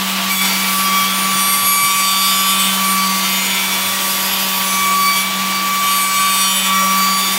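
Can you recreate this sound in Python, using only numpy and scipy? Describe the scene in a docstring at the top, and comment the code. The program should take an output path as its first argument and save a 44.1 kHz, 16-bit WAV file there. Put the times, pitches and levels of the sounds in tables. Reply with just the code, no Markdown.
"""Copy shaper, close by

A copy shaper mills a wooden blank with a six-knife head on a belt-driven spindle, close on a mono microphone.
The spindle hums once a turn and sags under load; the knives whine at six times that rate and its multiples,
and their unequal bite fills in every order between: all are sines locked to the turning spindle.
Blank and cutter head ring, and the frame thumps softly, over filtered noise for belt, motor and chips."""
import sys
import numpy as np
from scipy import signal
from scipy.fft import rfft, irfft, next_fast_len
from scipy.io import wavfile
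from scipy.ndimage import uniform_filter1d, map_coordinates

SR = 44100
rng = np.random.default_rng(int(sys.argv[2]) if len(sys.argv) > 2 else 0)


def wav_record(signal):
    """Record a signal, one row per channel, as 16-bit PCM in the file named by sys.argv[1]."""
    frames = np.transpose(np.atleast_2d(signal))
    bounded = np.clip(frames, -1, 1)
    # unit amplitude maps onto the largest positive 16-bit level
    quanta = np.round(bounded * 32767).astype(np.int16)
    wavfile.write(sys.argv[1], SR, quanta)


def gain_from_db(level_db):
    """Convert decibel levels to linear amplitude factors (20 dB per decade)."""
    decades = np.asarray(level_db, float) / 20
    return 10 ** decades


N = 325439
STEPS = np.arange(0, N / SR + .01, .002)  # times of the slow controls [s]
SWELL_S, LEAVE_S = 0.1, 0.085  # rise and fall of rings and whistles; time to leave the wood


def unit(x):
    """Scales a signal to rms 1."""
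    return x / np.sqrt(np.mean(x ** 2) + 1e-20)


def curves(rows):
    """Reads one control on the steps for each column after the time."""
    s, *cols = np.transpose(rows)
    return [np.interp(STEPS, s, c) for c in cols]


def smooth(control):
    """Reads a control at every sample."""
    return np.interp(np.arange(N) / SR, STEPS, control).astype(np.float32)


def wobble(rate):
    """A smooth random curve on the steps, rate knots a second."""
    return map_coordinates(rng.standard_normal(400), [STEPS * rate], mode="wrap")


def hump(s, length, rise, fall):
    """Up to 1 and back, reaching 0 by 0.37 of a ramp outside the span; short spans may peak below 1."""
    return np.clip(np.minimum((STEPS - s) / rise, (s + length - STEPS) / fall) + 0.37, 0, 1)


def rush(spectrum, patchy_db, panels=()):
    """Noise of rms 1 with patches of random gain, coloured by a spectrum and resonant panels."""
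    z = signal.stft(rng.standard_normal(N + 512), nperseg=512)[2]
    field = uniform_filter1d(rng.standard_normal(z.shape), size=6, axis=0)
    field = uniform_filter1d(field, size=12, axis=1)
    noise = signal.istft(z * gain_from_db(patchy_db * unit(field)), nperseg=512)[1]
    m = next_fast_len(len(noise))
    hz = np.fft.rfftfreq(m, 1 / SR) + 1
    f, db = np.transpose(spectrum)
    colour = gain_from_db(np.interp(np.log(hz), np.log(f), db))
    peaks = sum(gain_from_db(2 * g) / (1 + (2 * (hz - c) / w) ** 2) for c, w, g in panels)
    return unit(irfft(rfft(noise, m) * colour * np.sqrt(1 + peaks), m)[:N])


# Speed of the spindle: (time [s], turns per second [Hz])
SPINDLE_SPEED = [(0.31, 192.0), (0.35, 190.18), (0.4, 189.53), (0.425, 191.7), (0.5, 191.4), (1.02, 191.4),
                 (1.25, 191.75), (1.86, 191.8), (1.95, 191.45), (2.78, 191.86), (2.95, 191.35),
                 (4.32, 191.38), (4.79, 191.0), (5.04, 190.25), (5.19, 191.5), (5.42, 191.88),
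                 (6.55, 191.78), (6.68, 191.02), (6.99, 191.6), (7.33, 191.48)]


def spindle_turn():
    """Angle of the spindle [rad], summed from its speed and wrapped each turn."""
    turns = np.cumsum(smooth(curves(SPINDLE_SPEED)[0]), dtype=float) / SR
    return (2 * np.pi * (turns % 1)).astype(np.float32)


# Knives in the wood: (start [s], end [s], rise [s])
CUTTING_PASSES = [(0.29, 5.26, 0.058), (5.62, 7.6, 0.39)]


def cutting():
    """1 while the knives are in the wood, 0 while the head spins free."""
    return sum(hump(start, end - start, rise, LEAVE_S) for start, end, rise in CUTTING_PASSES)


# Low rumble, relative spectrum: (frequency [Hz], density [dB per Hz])
RUMBLE_SPECTRUM = [(20, -31), (50, 1.5), (110, 1.5), (160, 7), (230, -34)]


def rumble():
    """A low band of noise that wavers gently under everything."""
    return smooth(gain_from_db(-49.0 + 1.0 * wobble(9))) * rush(RUMBLE_SPECTRUM, patchy_db=1.0)


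# Chip hiss, relative spectrum: (frequency [Hz], density [dB per Hz])
HISS_SPECTRUM = [(2500, -30), (5000, -3), (7000, .3), (8800, -1.5), (10500, -3), (12000, -1.5),
                 (14000, -.5), (15700, .5)]


def chip_hiss(turn, roar_db):
    """Bright noise follows part of the roar's swings, rises in the cut and throbs faintly once a turn."""
    idle_db, follows, cut_db = -24.5, 0.43, 2.15  # base [dB], share of the roar's swing, rise in the cut [dB]
    level_db = idle_db + follows * (roar_db - roar_db.mean()) + cut_db * cutting()
    level = smooth(gain_from_db(level_db + .5 * wobble(20) + .9 * wobble(45)))
    return level * (1 + .15 * np.sin(turn)) * rush(HISS_SPECTRUM, patchy_db=.7)


# Machine roar, relative spectrum: (frequency [Hz], density [dB per Hz])
ROAR_SPECTRUM = [(90, -53), (170, -9.5), (300, -10.5), (460, -10), (700, -6), (1000, -0.5), (1300, -2),
                 (1650, -3), (2000, -1.5), (3000, 0.5), (3700, -1.5), (4400, -4.5), (6000, -10.5),
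                 (9000, -24.5)]
# Cabinet panels that colour the roar: (frequency [Hz], width [Hz], added resonance over the roar [dB])
CABINET_PANELS = [(316, 46, 4), (697, 6.9, 7.5), (860, 35, -2.5), (1000, 30, -17.5)]


def machine_roar(turn, roar_db):
    """Belt and motor: noise through resonant panels, throbbing faintly once a turn."""
    level = smooth(gain_from_db(roar_db + .3 * wobble(12) + .4 * wobble(40)))
    throb = 1 + 0.09 * np.sin(turn)
    return level * throb * rush(ROAR_SPECTRUM, patchy_db=.4, panels=CABINET_PANELS)


# Jolts of the frame: (time [s], length [s], frequency [Hz], peak level [dB])
FRAME_THUMPS = [(1.005, .05, 140, -34), (1.315, 0.07, 144, -30), (1.61, 0.059, 125, -33),
                (1.81, 0.061, 140, -31), (1.935, 0.049, 140, -36), (3.75, 0.25, 102, -40)]


def frame_thumps():
    """The feed carriage jolts the frame: short soft swells of a low mode."""
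    sound = np.zeros(N + SR)
    for s, length, hz, db in FRAME_THUMPS:
        t = np.arange(round(length * SR)) / SR
        swell = np.sin(np.pi * t / length) ** 2
        sound[round(s * SR):][:len(t)] += gain_from_db(db) * swell * np.sin(2 * np.pi * hz * t)
    return sound[:N]


# Base strength of spindle orders 1, 2, 3, ..: (level [dB])
ORDER_LEVELS = [-29, -50, -48, -50, -38, -21, -38, -43, -48, -41, -39, -28, -36, -43, -37, -34, -40, -31,
                -33, -45, -48, -43, -39, -30, -43, -39, -47, -45, -44, -35, -44, -41, -49, -45, -40, -37,
                -42, -46, -53, -45, -42, -34, -44, -49, -54, -33, -40, -34, -45, -50, -53, -42, -44, -37,
                -44, -49, -53, -39, -40, -32, -44, -46, -54, -48, -46, -37, -45, -50, -52, -49, -46, -38,
                -42, -52, -54, -50, -47, -36, -46, -52, -55, -51]


def orders(group, level_db, drift_db, drift_rate, flicker_db):
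    """Strengths of spindle orders under one control; each drifts and flickers at random on its own."""
    strength = {}
    for k in group:
        drift = drift_db * wobble(drift_rate)
        flicker = flicker_db * (wobble(16) + 1.25 * wobble(45))
        strength[k] = gain_from_db(ORDER_LEVELS[k - 1] + level_db) * unit(gain_from_db(drift + flicker))
    return strength


# Hard bites at the corners of the blank: (time [s], length [s], lift [dB], scaled for some orders)
CORNER_BITES = [(0.302, 0.024, 0.5), (0.414, 0.02, 6), (0.45, 0.016, 7.5), (5.154, 0.055, 3), (6.4, .14, 1),
                (6.64, 0.061, 3)]
# The knives only brush the blank between passes: (time [s], length [s], share of full contact)
BRUSHING = (5.2, .7, .8)
# Heavy cuts along the side of the blank: (time [s], length [s], lift [dB], scaled for high overtones)
HEAVY_CUTS = [(1.846, 0.85, 2), (5.848, .85, 0)]


def knife_load():
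    """How the wood loads the knives [dB]: bites, full contact, brushing contact and heavy cuts."""
    idle_db = -17  # overtones while the head spins free
    bite_db = sum(db * hump(s, length, 0.01, 0.032) for s, length, db in CORNER_BITES)
    contact = cutting()
    start, length, share = BRUSHING
    brush = np.maximum(contact, share * hump(start, length, LEAVE_S, LEAVE_S))
    load_db = idle_db * (1 - contact) + bite_db
    brush_db = idle_db * (1 - brush) + bite_db
    heavy_db = sum(db * hump(s, length, SWELL_S, SWELL_S) for s, length, db in HEAVY_CUTS)
    return bite_db, load_db, brush_db, heavy_db


# Spindle orders of each ringing part: blank, lower head squeal, upper head squeal
PART_ORDERS = [
    [13, 14, 15, 16, 17, 19],
    [46, 47, 48],
    [58, 59, 60],
]
# Level of each part between its rings, over its base: (level [dB])
PART_QUIET = [-8.5, -6.5, -4]
# A part rings up: (time [s], length [s], part: 0 blank, 1 lower squeal, 2 upper squeal, level over base [dB])
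PART_RINGS = [(0.75, 0.13, 2, 3), (1.35, .56, 1, 6.6), (1.4, 0.49, 2, 7.4), (1.851, .9, 0, 2),
              (1.9, 0.87, 1, 0.94), (1.9, .7, 2, 0.27), (2.87, 0.085, 1, 4.2), (2.87, .1, 2, 3.9),
              (3.2, .45, 0, 0.58), (4.05, .4, 2, 0.9), (4.3, .3, 0, 0.67), (5.82, 0.17, 0, 3.1),
              (5.9, 0.2, 1, 5.3), (5.9, 0.16, 2, 2.4), (6.15, .6, 0, 2.2), (6.15, 0.33, 1, 1.5),
              (6.5, .15, 2, 2.8)]


def part_rings(load_db):
    """Resonances of blank and cutter head lift a few neighbouring orders."""
    strength = {}
    for part, group in enumerate(PART_ORDERS):
        ring = gain_from_db(PART_QUIET[part] + load_db)
        for s, length, which, db in PART_RINGS:
            if round(which) == part:
                ring = ring + gain_from_db(db) * hump(s, length, SWELL_S, SWELL_S)
        group_strength = orders(group, 0, drift_db=1.25, drift_rate=3.5, flicker_db=1.35)
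        strength |= {k: ring * gain for k, gain in group_strength.items()}
    return strength


# Single orders that sing out: (time [s], length [s], spindle order, level at full swell before chatter [dB])
SINGING_ORDERS = [(0.31, 0.086, 66, -23), (0.353, .13, 18, -22.5), (0.44, 0.15, 24, -25.5),
                  (0.6, .08, 24, -30), (0.66, .15, 72, -30), (0.45, .65, 7, -35), (0.67, 0.21, 54, -29.5),
                  (0.806, .36, 17, -26.5), (1.08, 0.078, 18, -22.5), (1.1, 0.21, 48, -27),
                  (1.15, 0.43, 54, -31), (1.3, 0.45, 18, -29), (1.3, 0.66, 24, -30), (1.36, .34, 42, -31),
                  (1.6, 0.25, 35, -28.5), (1.58, 0.22, 54, -26), (1.99, 0.35, 24, -23),
                  (2.05, 0.71, 18, -25.5), (2.2, 0.37, 26, -28.5), (2.3, 0.27, 36, -28),
                  (2.443, 0.15, 54, -24.5), (2.429, 0.43, 16, -27.5), (2.017, 1.04, 7, -34.5),
                  (2.9, 2.1, 5, -36), (3.9, 1.2, 2, -45), (2.954, 0.41, 24, -29), (3.05, .58, 11, -30.5),
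                  (3.32, .28, 36, -28.5), (3.448, 0.52, 18, -28), (3.708, 1.02, 3, -41),
                  (3.79, 0.37, 48, -31), (3.95, 0.78, 18, -34.5), (3.99, .17, 66, -29),
                  (4.39, .29, 72, -30), (4.1, 0.19, 24, -39), (4.6, 0.22, 54, -29), (4.643, .2, 32, -28),
                  (4.784, 0.094, 18, -26), (4.95, .15, 78, -27), (4.994, 0.2, 24, -23.5),
                  (5.0, .28, 48, -33), (5.13, .08, 17, -23), (5.127, 0.15, 18, -27), (5.143, .12, 54, -27),
                  (5.524, 0.1, 24, -26), (5.82, .08, 18, -33), (5.9, .08, 24, -23), (5.91, .14, 66, -29),
                  (5.96, 0.33, 41, -29), (6.22, .28, 24, -30), (6.274, .25, 42, -25.5),
                  (6.36, 0.19, 30, -24.5), (6.36, 0.49, 18, -29), (6.42, 0.24, 16, -24.5),
                  (6.5, 0.18, 41, -26), (6.512, 0.12, 54, -22.5), (6.683, .2, 7, -27.5),
                  (6.735, 0.23, 30, -27.5), (6.955, 0.36, 24, -25), (6.973, .31, 36, -30),
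                  (7.133, 0.13, 54, -24), (7.136, 0.19, 18, -27), (7.18, 0.26, 19, -28)]


def add_whistles(strength):
    """Adds the power of brief whistles to the orders they share."""
    for s, length, k, db in SINGING_ORDERS:
        whistle = gain_from_db(db) * hump(s, length, SWELL_S, SWELL_S)
        strength[round(k)] = np.hypot(strength[round(k)], whistle)


# Knife levels over their base: (time [s], knife tone [dB], its octave [dB])
KNIFE_LEVELS = [(0.27, -7, -20), (0.31, -3, 11), (0.37, -10, -6), (0.41, -8, 6), (0.485, -21, -3),
                (0.51, -15, 6), (0.66, -5.5, 4.5), (0.77, 0, -9), (0.97, 3, 4), (1.124, -3.5, 1.5),
                (1.55, 0.5, 1), (1.85, 2, 4), (1.96, 0, 3.5), (2.16, 2, -0.5), (2.6, -1, -4),
                (2.75, -4.5, -8), (2.82, 1.5, -4), (2.99, 3.5, 3.5), (3.15, 0.5, -4), (3.4, -9.5, 0),
                (3.536, -38, 2), (3.69, -9.5, 3), (3.89, -6.5, -4), (3.95, -6.5, -9), (4.45, -10, -23),
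                (4.82, 3.5, 4.5), (4.96, 6.5, -5), (5.085, 5.5, 9), (5.19, -6, 5.5), (5.25, -6.5, 4),
                (5.41, -1.5, -6.5), (5.61, -1, 1), (5.85, 4, 3.5), (6.06, 2.5, 0.5), (6.25, 3.5, 3.5),
                (6.52, -4.5, -8), (6.65, -12, -3), (6.71, 4.5, 6), (6.85, 6, -3), (6.98, 5, 2.5),
                (7.16, 1, -1), (7.37, -5, -2)]
# Spindle orders of each control: knife tone, octave, 3rd and 4th multiples, higher overtones
KNIFE_MULTIPLES = [
    [6],
    [12],
    [18, 24],
    [30, 36, 42, 54, 66, 72, 78],
]


def cutter(turn, hum_db):
    """Knife passes give every sixth order; knives set unequally give the rest; resonances lift a few."""
    tone_db, octave_db = curves(KNIFE_LEVELS)
    bite_db, load_db, brush_db, heavy_db = knife_load()
    tone, octave, middle, high = KNIFE_MULTIPLES
    named = sum(KNIFE_MULTIPLES + PART_ORDERS, [1])
    rest = [k for k in range(1, len(ORDER_LEVELS) + 1) if k not in named]
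    # order 1 is the hum of the unbalanced spindle
    strength = orders([1], hum_db, drift_db=0.53, drift_rate=8, flicker_db=0.37)
    strength |= orders(rest, load_db + heavy_db, drift_db=5.5, drift_rate=2.202, flicker_db=2.0)
    strength |= orders(tone, tone_db + 1.35 * bite_db, drift_db=0.87, drift_rate=8.8, flicker_db=0.1)
    strength |= orders(octave, octave_db + bite_db, drift_db=2.0, drift_rate=14.0, flicker_db=-0.2)
    strength |= orders(middle, 0.72 * brush_db - 4.5, drift_db=-0.5, drift_rate=7, flicker_db=1.3)
    strength |= orders(high, brush_db + 0.59 * heavy_db, drift_db=3.5, drift_rate=6, flicker_db=1.5)
    strength |= part_rings(load_db)
    add_whistles(strength)
    # the grain of the wood makes the bite chatter: the higher orders flicker together
    chatter_db = 0.76 * wobble(24) + 0.82 * wobble(60)
    sound = np.zeros(N)
    for k, gain in strength.items():
        # each order starts at a random phase and slips a little [rad]
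        slip = 2 * np.pi * rng.random() + (0.023 + 0.0027 * k) * wobble(30) + 0.002 * k * wobble(50)
        level = smooth(gain * gain_from_db(chatter_db * min(k / 40, 1)))
        sound += level * np.sin(k * turn + smooth(slip))
    return np.sqrt(2) * sound  # strengths are rms


# Machine levels: (time [s], unbalance hum over its base [dB], roar [dB])
MACHINE_LEVELS = [(0.3, 2, -20.5), (0.37, 0, -26), (0.45, 3.5, -19.5), (0.8, 1, -22), (1.35, 1.5, -21),
                  (1.75, -6.5, -23.5), (2.06, -4, -24.5), (2.7, 3.5, -22), (3.14, 3, -22.5),
                  (3.75, -2, -21.5), (4.0, -3, -22), (4.72, -0.5, -22), (5.05, -2.5, -24), (5.26, -3, -22),
                  (5.4, 2, -21.5), (5.55, -1.5, -22), (6.11, -6.5, -24), (6.5, -2, -24.5), (6.86, 4, -22),
                  (7.27, -1.5, -22)]


def scene():
    """Rumble, hiss, roar, thumps and cutter at one close microphone, the same on both channels."""
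    hum_db, roar_db = curves(MACHINE_LEVELS)
    turn = spindle_turn()
    background = rumble() + chip_hiss(turn, roar_db) + machine_roar(turn, roar_db)
    mono = background + frame_thumps() + cutter(turn, hum_db)
    return np.array([mono, mono])


def roll_off(x):
    """The treble ends steeply here."""
    return signal.sosfilt(signal.butter(12, 17070, fs=SR, output="sos"), x)


def record(dry):
    """The recorder rounds off the peaks and keeps nothing above its band limit."""
    clip_top, top_hz = .72, 15760  # ceiling of the peaks [full scale], band limit [Hz]
    rounded = dry / (1 + np.abs(dry / clip_top) ** 6) ** (1 / 6)
    m = next_fast_len(N)
    in_band = np.fft.rfftfreq(m, 1 / SR) < top_hz
    mix = irfft(rfft(rounded, m) * in_band, m)[:, :N]
    return roll_off(mix)


dry = scene()
out = record(dry)
wav_record(out)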